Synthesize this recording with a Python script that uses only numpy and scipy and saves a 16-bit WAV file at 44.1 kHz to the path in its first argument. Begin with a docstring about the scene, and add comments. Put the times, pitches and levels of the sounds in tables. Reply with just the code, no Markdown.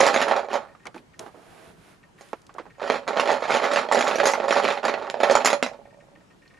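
"""A hand rummages through plastic chips in a plastic bowl, right of a small camera in a quiet, hissing room.
First a burst of collisions: chip modes clack and snap, forced bowl modes boom, flat slaps are short sines.
Then faint ticks inside the camera, dry light touches, knocks and clicks (noise and sine) and drags on
cloth (swelling noise). After a light lone hit and more touches the rummaging returns, longer; small
collisions follow the sweeps. At the end a chip rocks to rest as paired dull taps, with ticks and a touch."""
import sys
import numpy as np
from scipy import signal
from scipy.fft import rfft, irfft, next_fast_len
from scipy.io import wavfile
from scipy.ndimage import uniform_filter1d

SR = 44100
rng = np.random.default_rng(int(sys.argv[2]) if len(sys.argv) > 2 else 0)


def to_wav(s):
    """Save 16-bit WAV."""
    ch = np.atleast_2d(s).T  # columns
    pcm = np.round(np.clip(ch, -1, 1) * 32767)  # PCM
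    wavfile.write(sys.argv[1], SR, pcm.astype(np.int16))


N = 290883

PILES = 8  # unlike ways in which the small collisions sound
BOWL_DAMPING_HZ = 13  # typical width that hand and heap add to every bowl mode
LEFT_RIGHT = np.array([[.5], [-.5]])  # splits a left-right difference over both channels


def amp(db):
    """Gain of a level in dB."""
    return 10 ** (np.asarray(db) / 20)


def unit(x):
    """x at rms 1."""
    return x / np.sqrt(np.mean(x ** 2) + 1e-20)


def energy_one(rows):
    """Each row at unit energy."""
    return rows / np.linalg.norm(rows, axis=1, keepdims=True)


def along(points, hz):
    """(Hz, value) points interpolated on a log frequency axis."""
    f, v = np.transpose(points)
    return np.interp(np.log(hz + 1), np.log(f + 1), v)


def filtered(x, response):
    """x times a complex response of frequency."""
    m = next_fast_len(N + SR // 2, True)
    return irfft(rfft(x, m) * response(np.fft.rfftfreq(m, 1 / SR)), m)[..., :N]


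def causal(points):
    """Minimum-phase response of (Hz, dB) points, by folding the cepstrum."""
    def response(hz):
        cepstrum = irfft(np.log(amp(along(points, hz))))
        cepstrum[1:len(hz) - 1] *= 2
        cepstrum[len(hz):] = 0
        return np.exp(rfft(cepstrum))
    return response


def rush(spectrum, alike):
    """Stereo noise of rms 1; mid and side shares set the left-right correlation."""
    def mid_side_gain(hz):
        turn = np.arccos(np.clip(along(alike, hz), -1, 1)) / 2
        return amp(along(spectrum, hz)) * np.array([np.cos(turn), np.sin(turn)])
    mid, side = filtered(rng.standard_normal((2, N)), mid_side_gain)
    return unit(np.array([mid + side, mid - side]))


def patchy(x, depth_db):
    """x with slow patches of random gain over time and frequency."""
    z = signal.stft(x, nperseg=512)[2]
    field = uniform_filter1d(rng.standard_normal(z.shape[1:]), size=5, axis=0)
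    field = uniform_filter1d(field, size=12, axis=1)
    return signal.istft(z * amp(depth_db * unit(field)), nperseg=512)[1][:, :N]


def hush():
    """The quiet room and the hiss of the microphone: shaped, slightly patchy noise."""
    # room and hiss spectrum: (frequency [Hz], relative level per Hz [dB])
    room_spectrum = [(15, -53), (30, -5.5), (60, -7.5), (177, 0.5), (236, -5.5), (298, -3.5), (604, -11),
                     (941, -12), (1190, -13), (3750, -25), (8210, -31), (11500, -39), (12800, -40),
                     (16600, -74), (22000, -120)]
    # left-right correlation: (frequency [Hz], likeness [-1 to 1])
    room_alike = [(60, .7), (230, 0.3), (860, 0), (3300, 0), (12000, 1)]
    room_db = -56.5
    return amp(room_db) * patchy(rush(room_spectrum, room_alike), depth_db=1.5)


def sweeps(t):
    """Boom, clack and snap levels of the heap at times t: each sweep rises, holds and settles."""
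    # sweeps of the hand through the heap: (start [s], length [s], strength [dB], brightness [dB])
    sweep_table = [(-.02, 0.088, -13, 4), (0.129, .11, -18, 1), (0.264, 0.11, -16, -6.5),
                   (0.515, 0.038, -21, -1.5), (2.82, 0.14, -22.5, -3), (3.078, 0.057, -19, -8),
                   (3.158, 0.1, -17.5, -2.5), (3.279, 0.055, -17, -1), (3.414, 0.028, -22, 0),
                   (3.489, 0.075, -15.5, 0.5), (3.596, 0.077, -17.5, -3), (3.705, 0.093, -17.5, -0.5),
                   (3.918, 0.11, -16.5, 0.5), (4.071, 0.042, -14.5, 0), (4.189, 0.071, -12.5, -5),
                   (4.331, 0.19, -22.5, -5.5), (4.489, 0.093, -13, 0.5), (4.632, 0.083, -15.5, 0.5),
                   (4.845, 0.043, -17.5, -2.5), (4.916, 0.15, -23.5, -7.5), (5.211, 0.05, -17.5, -2.5),
                   (5.293, 0.027, -15, -0.5), (5.36, 0.054, -23, -3), (5.45, 0.033, -17, -4.5),
                   (5.638, 0.09, -43.5, 1)]
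    # decay after a sweep, a row each for boom, clack, snap: (rate [dB/s])
    settle_db_per_s = [
        [188.5],
        [231],
        [313],
    ]
    # small collisions re the strength, rows as above: (level [dB])
    heap_db = [
        [0],
        [-3],
        [-12],
    ]
    # effect of brightness, rows as above: (slope [dB per dB])
    brightens = [
        [0],
        [0.81],
        [1.4],
    ]
    rise_db_per_s = 695.5
    levels_db = []
    for s, length, db, bright_db in np.array(sweep_table):
        held_db = db + np.array(heap_db) + np.multiply(brightens, bright_db)
        rise_db = rise_db_per_s * np.maximum(s - t, 0)
        settle_db = np.array(settle_db_per_s) * np.maximum(t - s - length, 0)
        levels_db.append(held_db - rise_db - settle_db)
    return np.max(levels_db, axis=0)


def scatter(count, t60, spiky):
    """A blow runs on through the heap as a dying flurry of uneven rebounds."""
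    t = np.arange(SR // 7) / SR
    knocks, sizes = rng.standard_normal((2, count, len(t)))
    envelope = amp(-60 * t / t60) * (1 - np.exp(-t / 0.0026))
    return energy_one(knocks * np.exp(spiky * sizes) * envelope)


def pushes(pitch_hz, flurry_t60, flurry_db):
    """Force on the bowl: a soft rebounding contact, then its flurry."""
    t = np.arange(SR // 100) / SR
    pitch = pitch_hz[:, None]
    swing = np.sin(2 * np.pi * pitch * t) * np.exp(-2.2 * pitch * t)
    contact = energy_one(swing * (1 - np.exp(-t / 0.00074)))
    flurry = amp(flurry_db) * scatter(len(pitch_hz), flurry_t60, spiky=0.85)
    flurry[:, 0] = 1  # the blow itself
    return signal.fftconvolve(flurry, contact, axes=1)


def bowl(hz, spread_db=0, damping=0):
    """Wall and air modes of the bowl, all starting in step with the blow, each with a varying share."""
    # bowl modes: (frequency [Hz], width before added damping [Hz], level before damping and spread [dB])
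    bowl_modes = [(253.2, 13, 4.5), (435, 63, -2.5), (493, 2.3, 0), (570, 9.7, 13), (657, 73, 3.5),
                  (750, 19, -11), (842, 123, 6), (1100, 150, 1.5), (1363, 190, 3.5), (1780, 82, 7),
                  (145, 22, 0.5)]
    response = 0
    for c, w, db in bowl_modes:
        share = amp(db + spread_db * rng.standard_normal(hz[..., :1].shape))
        width = w + damping
        response = response + share * 1j * hz * np.sqrt(w * width) / (c * c - hz * hz + 1j * hz * width)
    return response


def boomed(force):
    """Each push sounds through the bowl as hand and heap load it at that moment."""
    tuning_spread, damping_spread_db = 0.027, 4
    m = next_fast_len(SR // 2, True)
    hz = np.fft.rfftfreq(m, 1 / SR) * (1 + tuning_spread * rng.standard_normal((len(force), 1)))
    damping = BOWL_DAMPING_HZ * amp(damping_spread_db * rng.standard_normal((len(force), 1)))
    return irfft(rfft(force, m) * bowl(hz, spread_db=3.5, damping=damping), m)


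def rings(count, modes, flurry_t60, flurry_db):
    """Chip modes, retuned and reweighted chip by chip; blow and flurry ring several chips at random."""
    rebounders = 4  # unlike chips that take part in a flurry
    t = np.arange(SR // 60) / SR
    ring = 0
    for hz, db, t60 in modes:
        detune, strength = rng.standard_normal((2, rebounders, count, 1))
        envelope = amp(db + 3.5 * strength - 60 * t / t60)
        ring += envelope * np.sin(2 * np.pi * hz * (1 + 0.085 * detune) * t)
    flurry = amp(flurry_db) * scatter(count, flurry_t60, spiky=1.06)
    flurry[:, 0] = 1  # the blow itself
    chip = rng.integers(rebounders, size=flurry.shape)
    return sum(signal.fftconvolve(flurry * (chip == k), energy_one(ring[k]), axes=1)
               for k in range(rebounders))


def laid(shapes, hit_s, hit_db, crowd_s, crowd_db):
    """Distinct hits get a shape each; the crowd shares the last few."""
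    blows = np.zeros((PILES, N))
    pile = np.arange(len(crowd_s)) % PILES
    np.add.at(blows, (pile, (crowd_s * SR).astype(int)), amp(crowd_db))
    out = signal.oaconvolve(blows, shapes[-PILES:], axes=1).sum(axis=0)
    for s, db, shape in zip(hit_s, hit_db, shapes):
        out[round(s * SR):][:len(shape)] += amp(db) * shape
    return out[:N]


def collisions():
    """Distinct collisions over a crowd of small ones of uneven strength and colour."""
    # collisions in the bowl: (time [s], relative boom [dB], clack re boom [dB], snap re boom [dB],
    # pitch that the blow favours [Hz])
    hit_table = [(0.005, 3.5, -17, -20.5, 799), (0.013, -11, -19.5, -36.5, 571),
                 (0.031, -4, -16, -39.5, 558), (0.066, -3.5, -20.5, -14, 819), (0.077, -16, -3, -13, 548),
                 (0.109, -8.5, -24, -30.5, 575), (0.143, -6, -11, -19, 831), (0.162, -4, -12, -25, 563),
                 (0.198, -14, -17.5, -34, 690), (0.216, -12, -4.5, -10.5, 760),
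                 (0.227, -13, -6, -20.5, 910), (0.25, -17, -13, -39, 667), (0.284, -16.5, -9.5, -17, 880),
                 (0.312, -11, -10.5, -28, 820), (0.321, -11.5, -11, -33, 800),
                 (0.365, -9.5, -16.5, -25, 569), (0.393, -16, -16, -28, 790), (0.447, -23, -20, -30.5, 800),
                 (0.486, -20.5, -18.5, -37, 699), (0.531, -15, -12, -20, 884), (0.54, -12, -15, -23, 810),
                 (0.555, -8, -21.5, -29.5, 657), (2.21, -30.5, -16, -13.5, 685),
                 (2.783, -31.5, -25, -31, 650), (2.798, -29.5, -9, -36, 1100), (2.819, -18, -26, -43, 620),
                 (2.829, -15.5, -17, -46, 576), (2.877, -18, -11.5, -26, 946), (2.9, -4.5, -13.5, -30, 556),
                 (2.92, -14, -14.5, -20.5, 549), (2.944, -17.5, -11, -28, 660),
                 (2.957, -18, -9.5, -25, 700), (3.078, -15, -7, -19, 594), (3.088, -11.5, -18, -24.5, 713),
                 (3.131, -18, -13, -29.5, 588), (3.172, -5, -16.5, -49, 620), (3.199, -9, -8.5, -15, 820),
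                 (3.255, -17.5, -21.5, -28, 600), (3.275, -11, -10, -26, 600),
                 (3.292, -7.5, -19, -31.5, 780), (3.303, -4.5, -15, -35, 750),
                 (3.316, -12.5, -10.5, -16.5, 640), (3.424, -8, -19.5, -51, 573),
                 (3.454, -16, -12, -60, 750), (3.506, -7.5, -14, -23, 560), (3.52, -10, -11.5, -28, 788),
                 (3.541, -15, -6.5, -18.5, 635), (3.549, -9.5, -11.5, -21, 790), (3.57, -13, -11, -28, 570),
                 (3.624, -24, -2, -26, 557), (3.643, -15, -5, -15, 685), (3.662, -11, -15.5, -35, 568),
                 (3.708, -35.5, -4, -15, 573), (3.717, -28.5, 4.5, -6, 690), (3.736, -20, -4.5, -5, 704),
                 (3.76, -12, -4, -19, 620), (3.791, -19.5, -5.5, -25, 660), (3.888, -17, -15, -51, 607),
                 (3.914, -8, -17.5, -34.5, 850), (3.924, -8.5, -10.5, -12.5, 595),
                 (3.947, -10.5, -11.5, -15.5, 638), (3.971, -4, -24, -41, 593),
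                 (3.991, -13.5, -8, -10.5, 580), (4.009, -11, -5.5, -12.5, 700),
                 (4.027, -18, -5.5, -24.5, 790), (4.044, -13, -22, -17, 600), (4.079, -9, -14, -17, 536),
                 (4.112, -13, -8.5, -30, 780), (4.157, -8.5, -17, -17, 554), (4.185, -6.5, -17.5, -27, 554),
                 (4.2, -9.5, -9.5, -26, 573), (4.239, -7.5, -17, -22.5, 601), (4.256, -4, -14, -13, 583),
                 (4.271, -2.5, -16, -13.5, 815), (4.289, -9, -9, -17, 905), (4.298, -9.5, -18, -18, 825),
                 (4.316, -14.5, -28, -10, 593), (4.336, -10.5, -9, -16, 977), (4.376, -16, -32, -38, 573),
                 (4.401, -8, -19, -47, 542), (4.441, -12.5, -22, -34, 578), (4.482, -13, -26.5, -34, 725),
                 (4.508, -5.5, -12.5, -23, 542), (4.526, -9, -11, -16, 1260),
                 (4.563, -3.5, -25, -37.5, 710), (4.571, -6.5, -15, -49.5, 1044),
                 (4.587, -24, -16, -48.5, 580), (4.652, -16, -2, -29, 570), (4.68, -15, -4.5, -33, 686),
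                 (4.704, -9, -12, -30, 570), (4.775, -16.5, -13.5, -34, 862), (4.832, -21, -11, -37, 810),
                 (4.852, -16.5, -4, -11.5, 560), (4.882, -14, -6, -18.5, 696),
                 (4.895, -15.5, -15.5, -39.5, 585), (4.94, -11, -12, -51, 590), (5.07, -29.5, -7, -30, 594),
                 (5.1, -21.5, -9, -13, 563), (5.142, -12.5, -17.5, -52, 607), (5.17, -17, -24, -41, 594),
                 (5.203, -9, -17, -30.5, 590), (5.234, -3, -11.5, -22.5, 635), (5.298, -0.5, -15, -32, 615),
                 (5.311, -4, -25, -18.5, 598), (5.353, 2.5, -17.5, -21, 899), (5.406, -16, -12.5, -33, 567),
                 (5.448, -7.5, -10.5, -8, 852), (5.458, -10.5, -2.5, 1, 1140),
                 (5.474, -8.5, -7.5, -25, 876), (5.503, -11.5, -8, -13, 695), (5.53, -3.5, -13, -20, 600),
                 (5.627, -4.5, -13, -18, 584), (5.663, -14.5, -12, -22.5, 800)]
    # low chip modes, before retuning and reweighting: (frequency [Hz], relative level [dB], t60 [s])
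    clack_modes = [(1430, 10, 0.0066), (1880, 3, 0.022), (2170, -5, 0.0083), (2368, 6, 0.0099),
                   (3220, -1, 0.012), (3700, -5, 0.0069), (4170, -8, 0.035), (4400, -21, 0.013)]
    # high chip modes, likewise: (frequency [Hz], relative level [dB], t60 [s])
    snap_modes = [(5280, 0.5, 0.012), (6500, -14, 0.009), (6940, -9.5, 0.0058), (6830, 0, 0.021),
                  (8770, -12, 0.0012), (9620, 3.5, 0.0066), (11260, 5.5, 0.011), (11800, 1.5, 0.0023)]
    # energy of the rebounds re the blow: (boom [dB], clack [dB], snap [dB])
    flurry_db = (-4, 0, -1)
    push_db, clack_drive_db, snap_drive_db = 3.5, 15.5, 17  # how strongly a blow drives bowl and chip modes
    s, boom_db, clack_db, snap_db, pitch_hz = np.transpose(hit_table)
    clack_db = boom_db + clack_db + clack_drive_db
    snap_db = boom_db + snap_db + snap_drive_db

    draw = rng.random((1900, 5))
    crowd_s = draw[:, 0] * (N - 1) / SR
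    strength_db = -3.48 * np.log(draw[:, 1] + 0.1)
    colour_db = 7 * (draw[:, 2:].T - .5)
    small_db = sweeps(crowd_s) + strength_db + colour_db

    count = len(s) + PILES
    pitches_hz = np.r_[pitch_hz, np.geomspace(430, 1300, PILES)]
    booms = boomed(pushes(pitches_hz, 0.15, flurry_db[0]))
    boom = laid(booms, s, boom_db + push_db, crowd_s, small_db[0])
    clack = laid(rings(count, clack_modes, 0.089, flurry_db[1]), s, clack_db, crowd_s, small_db[1])
    snap = laid(rings(count, snap_modes, 0.091, flurry_db[2]), s, snap_db, crowd_s, small_db[2])
    return boom + clack + snap


def slaps():
    """A chip slaps flat against the wall, too short to ring it: one short swing of air."""
    # slaps: (time [s], relative level [dB], pitch [Hz])
    slap_table = [(0.0728, -10.5, 910), (0.1651, -12.5, 1480), (0.284, -18.5, 1220), (2.9005, -9.5, 920),
                  (3.197, -6, 1120), (3.295, -14, 850), (4.2024, -6.5, 1510), (4.651, -13, 1250),
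                  (4.898, -11.5, 1100), (5.1, -14.5, 3480), (5.313, -11.5, 860), (5.355, -15.5, 1000),
                  (5.627, -12.5, 1830)]
    cycles = 1.3  # until a slap has lost 20 dB
    out, t = np.zeros(N + SR), np.arange(SR // 200) / SR
    for s, level_db, hz in slap_table:
        envelope = amp(level_db + 1.5 - 20 * hz * t / cycles)
        out[round(s * SR):][:len(t)] += envelope * np.sin(2 * np.pi * hz * t)
    return out[:N]


def ticks():
    """Inside the camera: each tick is a falling run of short, rough rings."""
    # runs of ticks: (first tick [s], ticks in the run [count], relative level [dB])
    tick_runs = [(.684, 1, -58), (.7143, 1, -63), (.7956, 1, -59), (.8285, 1, -59), (1.134, 1, -57),
                 (2.0295, 2, -56), (2.6986, 1, -55), (2.7472, 1, -62), (5.8515, 5, -57), (5.901, 1, -62),
                 (5.9344, 1, -61), (6.2028, 1, -66), (6.418, 2, -57.5), (6.5, 1, -57.5), (6.537, 1, -57)]
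    # rings of one tick: (frequency [Hz], relative level [dB], t60 [s], delay [s])
    tick_rings = [(2570, 0, 0.015, 0), (2314, 3, 0.022, 0.001), (2060, -1, 0.02, 0.003),
                  (1843, 5, 0.08, 0.0055)]
    tick_every_s = .15
    out, t = np.zeros(N + SR), np.arange(SR // 16) / SR
    for first_s, run, db in tick_runs:
        for k in range(run):
            rough = unit(uniform_filter1d(rng.standard_normal(len(t)), size=30))
            for hz, level_db, t60, delay in tick_rings:
                start = round((first_s + k * tick_every_s + delay) * SR)
                ring = np.sin(2 * np.pi * hz * t) * (1 - np.exp(-t / 0.0011))
                out[start:][:len(t)] += amp(db + level_db - 60 * t / t60) * ring * (.8 + .6 * rough)
    return out[:N]


def touches():
    """Dry light touches, knocks and clicks on camera, table, chips and bowl: a click and a rough pitched knock."""
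    # touches: (time [s], relative level [dB], relative knock [dB], relative click [dB], left-right [dB],
    # knock pitch [Hz], knock t60 before the sine's extra decay [s])
    touch_table = [(0.75, -43, -7, -37, -7, 1220, 0.072), (0.855, -32, -11.5, -5, 8, 1230, 0.14),
                   (0.864, -36, -6, -20, -14, 820, 0.13), (0.869, -29, -7, 0.5, -3, 2220, 0.04),
                   (0.856, -40, -8, -30, 3, 334, 0.044), (0.945, -38.5, -3, -3, -5, 327, 0.22),
                   (0.9438, -40, -4.5, -13, -1, 1540, 0.1), (0.962, -37, -6.5, -8, -8, 845, 0.067),
                   (0.978, -44.5, -6.5, -25, 2, 2470, 0.088), (1.193, -17.5, -26, -2.5, -0.5, 3970, 0.018),
                   (1.21, -50, -22, -19, -13, 423, 0.18), (1.233, -46, -5, -19, -8.5, 851, 0.053),
                   (1.262, -30.5, -10, -25, -9, 805, 0.13), (1.345, -39.5, -10.5, -26, -8, 620, 0.49),
                   (2.288, -45, -8, -5, -1, 8100, 0.017), (2.331, -11.5, -15, -27, -6.5, 855, 0.055),
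                   (2.418, -53, -23, 9, -1, 5040, 0.023), (2.467, -48, -16, 9, -1.5, 4030, 0.035),
                   (2.493, -42, -7, -16, -5, 1120, 0.13), (2.55, -40, -6.5, -25, -6, 800, 0.047),
                   (2.562, -43, -7, -28, -13, 715, 0.13), (2.583, -30, -6, -14, -5, 1120, 0.13),
                   (2.59, -37.5, -8.5, -20, 1, 2050, 0.092), (2.597, -34, -7, -25, -10, 490, 0.11),
                   (2.655, -40, -7, -25, -6, 940, 0.042), (2.663, -40.5, -6, -25, -8, 816, 0.11),
                   (2.541, -45.5, -29, 7.5, -1, 5060, 0.02), (6.477, -51, -6, -27, -2, 4300, 0.041)]
    out, t = np.zeros((2, N + SR)), np.arange(SR // 8) / SR
    for s, level_db, knock_db, click_db, pan_db, hz, t60 in touch_table:
        band = signal.butter(2, [hz / 3.0, hz * 1.35], "bandpass", fs=SR, output="sos")
        rough = unit(signal.sosfilt(band, rng.standard_normal(len(t))))
        tone = 1.87 * amp(-60 * t / 0.057) * np.sin(2 * np.pi * hz * t)
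        knock = amp(knock_db - 2.5 - 60 * t / t60) * (rough + tone)
        click_decay = amp(-60 * t / 0.013) + amp(-21 - 60 * t / 0.08)
        click = amp(click_db - 4.5) * np.diff(rng.standard_normal(len(t) + 1)) * click_decay
        out[:, round(s * SR):][:, :len(t)] += amp(level_db + LEFT_RIGHT * pan_db) * (knock + click)
    return out[:, :N]


def drag():
    """Camera and arm drag on cloth, a little to the right: rumble and rustle noise swells and fades."""
    # drags: (start [s], swell [s], fade [s], rumble top before panning [dB], rustle top before panning [dB])
    drag_table = [(.945, 0.017, 0.05, -59, -46), (1.189, 0.01, 0.068, -38.5, -41),
                  (1.22, 0.044, 0.045, -45.5, -46), (1.25, 0.42, 0.091, -50, -45.5),
                  (1.72, 0.17, 0.098, -58.5, -48), (2.17, 0.043, 0.21, -61, -46.5)]
    # rumble spectrum: (frequency [Hz], relative level per Hz [dB])
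    cloth_spectrum = [(120, -2.5), (200, -24), (453, -10.5), (559, -22), (646, -10), (1500, -29.5),
                      (1950, -38), (3300, -120)]
    edge_db = 14.5  # a drag starts and ends this far under its top
    t = np.arange(N) / SR
    levels_db = []
    for s, swell, fade, low_db, high_db in drag_table:
        off_top = np.maximum((s + swell - t) / swell, (t - s - swell) / fade)
        levels_db.append(np.array([[low_db], [high_db]]) - edge_db * off_top ** 2)
    rumble_db, rustle_db = np.max(levels_db, axis=0)
    rustle = rush([(800, -5.0), (1500, 1.5), (4000, -9.0), (6500, -15.0), (12000, 6.5)], [(3000, 0.64)])
    rumble = rush(cloth_spectrum, [(500, 0.35)])
    return (amp(rumble_db) * rumble + amp(rustle_db) * rustle) * amp([[-2.5], [2.5]])


def rocking():
    """Near, then far edge of a rocking chip tap the bowl's floor, dull and weakening to a steady level."""
    # a chip rocks to rest: (start of each swing [s])
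    rock_s = np.array([5.714, 5.79, 5.854, 5.927, 5.972, 6.024, 6.07, 6.117, 6.158, 6.203])
    first_db, loss_db, loss_s = -30, 23.5, 0.23  # first swing, loss until steady, its time constant
    far_lag_s, far_extra_s, far_fade_s, far_db = .013, .018, .14, -1  # far edge: extra lag fades
    tap_db = 14  # how strongly a tap drives the bowl
    far_s = rock_s + far_lag_s + far_extra_s * np.exp(-(rock_s - rock_s[0]) / far_fade_s)
    when = np.r_[rock_s, far_s]
    db = first_db - loss_db * (1 - np.exp(-(when - rock_s[0]) / loss_s))
    db = db + np.repeat([0, far_db], len(rock_s)) + tap_db
    shapes = pushes(np.full(len(when) + PILES, 630), 0.043, -0.94)
    taps = laid(shapes, when, db, when[:0], when[:0])  # no crowd
    dull = filtered(taps, lambda hz: 1 / (1 + 1j * hz / 800) ** 2)
    return filtered(dull, lambda hz: bowl(hz, damping=BOWL_DAMPING_HZ))


def chips():
    """Collisions, slaps and the rocking chip in the bowl."""
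    return collisions() + slaps() + rocking()


def at_ports(x):
    """Two microphone ports hear the bowl at unlike level and phase; the room adds unrelated weak tails."""
    # what the room returns: (frequency [Hz], level re direct [dB])
    wall_return = [(100, -28), (500, -16), (2000, -10), (6000, -11), (12000, -6.5)]
    # the bowl lies to the right: (frequency [Hz], left-right [dB])
    lean = [(60, 5), (140, 1.5), (250, -3.5), (500, -9.5), (1000, -7), (2000, -4.5), (5000, -2.5),
            (9000, -0.5), (12500, -3)]
    # phase by which the left port leads: (frequency [Hz], lead [rad])
    lead = [(120, -1), (260, -.9), (600, -.1), (1000, .1), (3000, 0)]
    room_t60_s = .18
    t = np.arange(SR // 4) / SR
    tails = rng.standard_normal((2, len(t))) * amp(-60 * t / room_t60_s) * np.exp(-.002 / (t + .0001))
    wet = signal.oaconvolve(x[None], tails / np.linalg.norm(tails[0]), axes=1)[:, :N]
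    heard = x + filtered(wet, lambda hz: amp(along(wall_return, hz)))
    return filtered(heard, lambda hz: amp(LEFT_RIGHT * along(lean, hz))
                    * np.exp(1j * LEFT_RIGHT * along(lead, hz)))


def close_sounds():
    """Ticks, touches and drags, all without room tails."""
    return ticks() + touches() + drag()


def scene():
    """Bowl in the room and the dry close sounds."""
    return at_ports(chips()) + close_sounds()


def record(dry):
    """The ports colour the sound, hush is added, the loudest peaks saturate softly, the top is cut."""
    # bass cut and port resonances: (frequency [Hz], gain [dB])
    port_response = [(40, -30), (110, -17.5), (200, 3.5), (6000, 4), (7100, 3.5), (7700, -5.5), (8400, -5),
                     (9000, -7), (9900, -5.5), (11000, -18), (12200, -18), (12700, -88)]
    top_hz = 12950
    x = filtered(dry, causal(port_response)) + hush()
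    x = x / (1 + np.abs(x / .97) ** 6) ** (1 / 6)
    return filtered(x, lambda hz: 1 / (1 + (hz / top_hz) ** 60))


dry = scene()
out = record(dry)
to_wav(out)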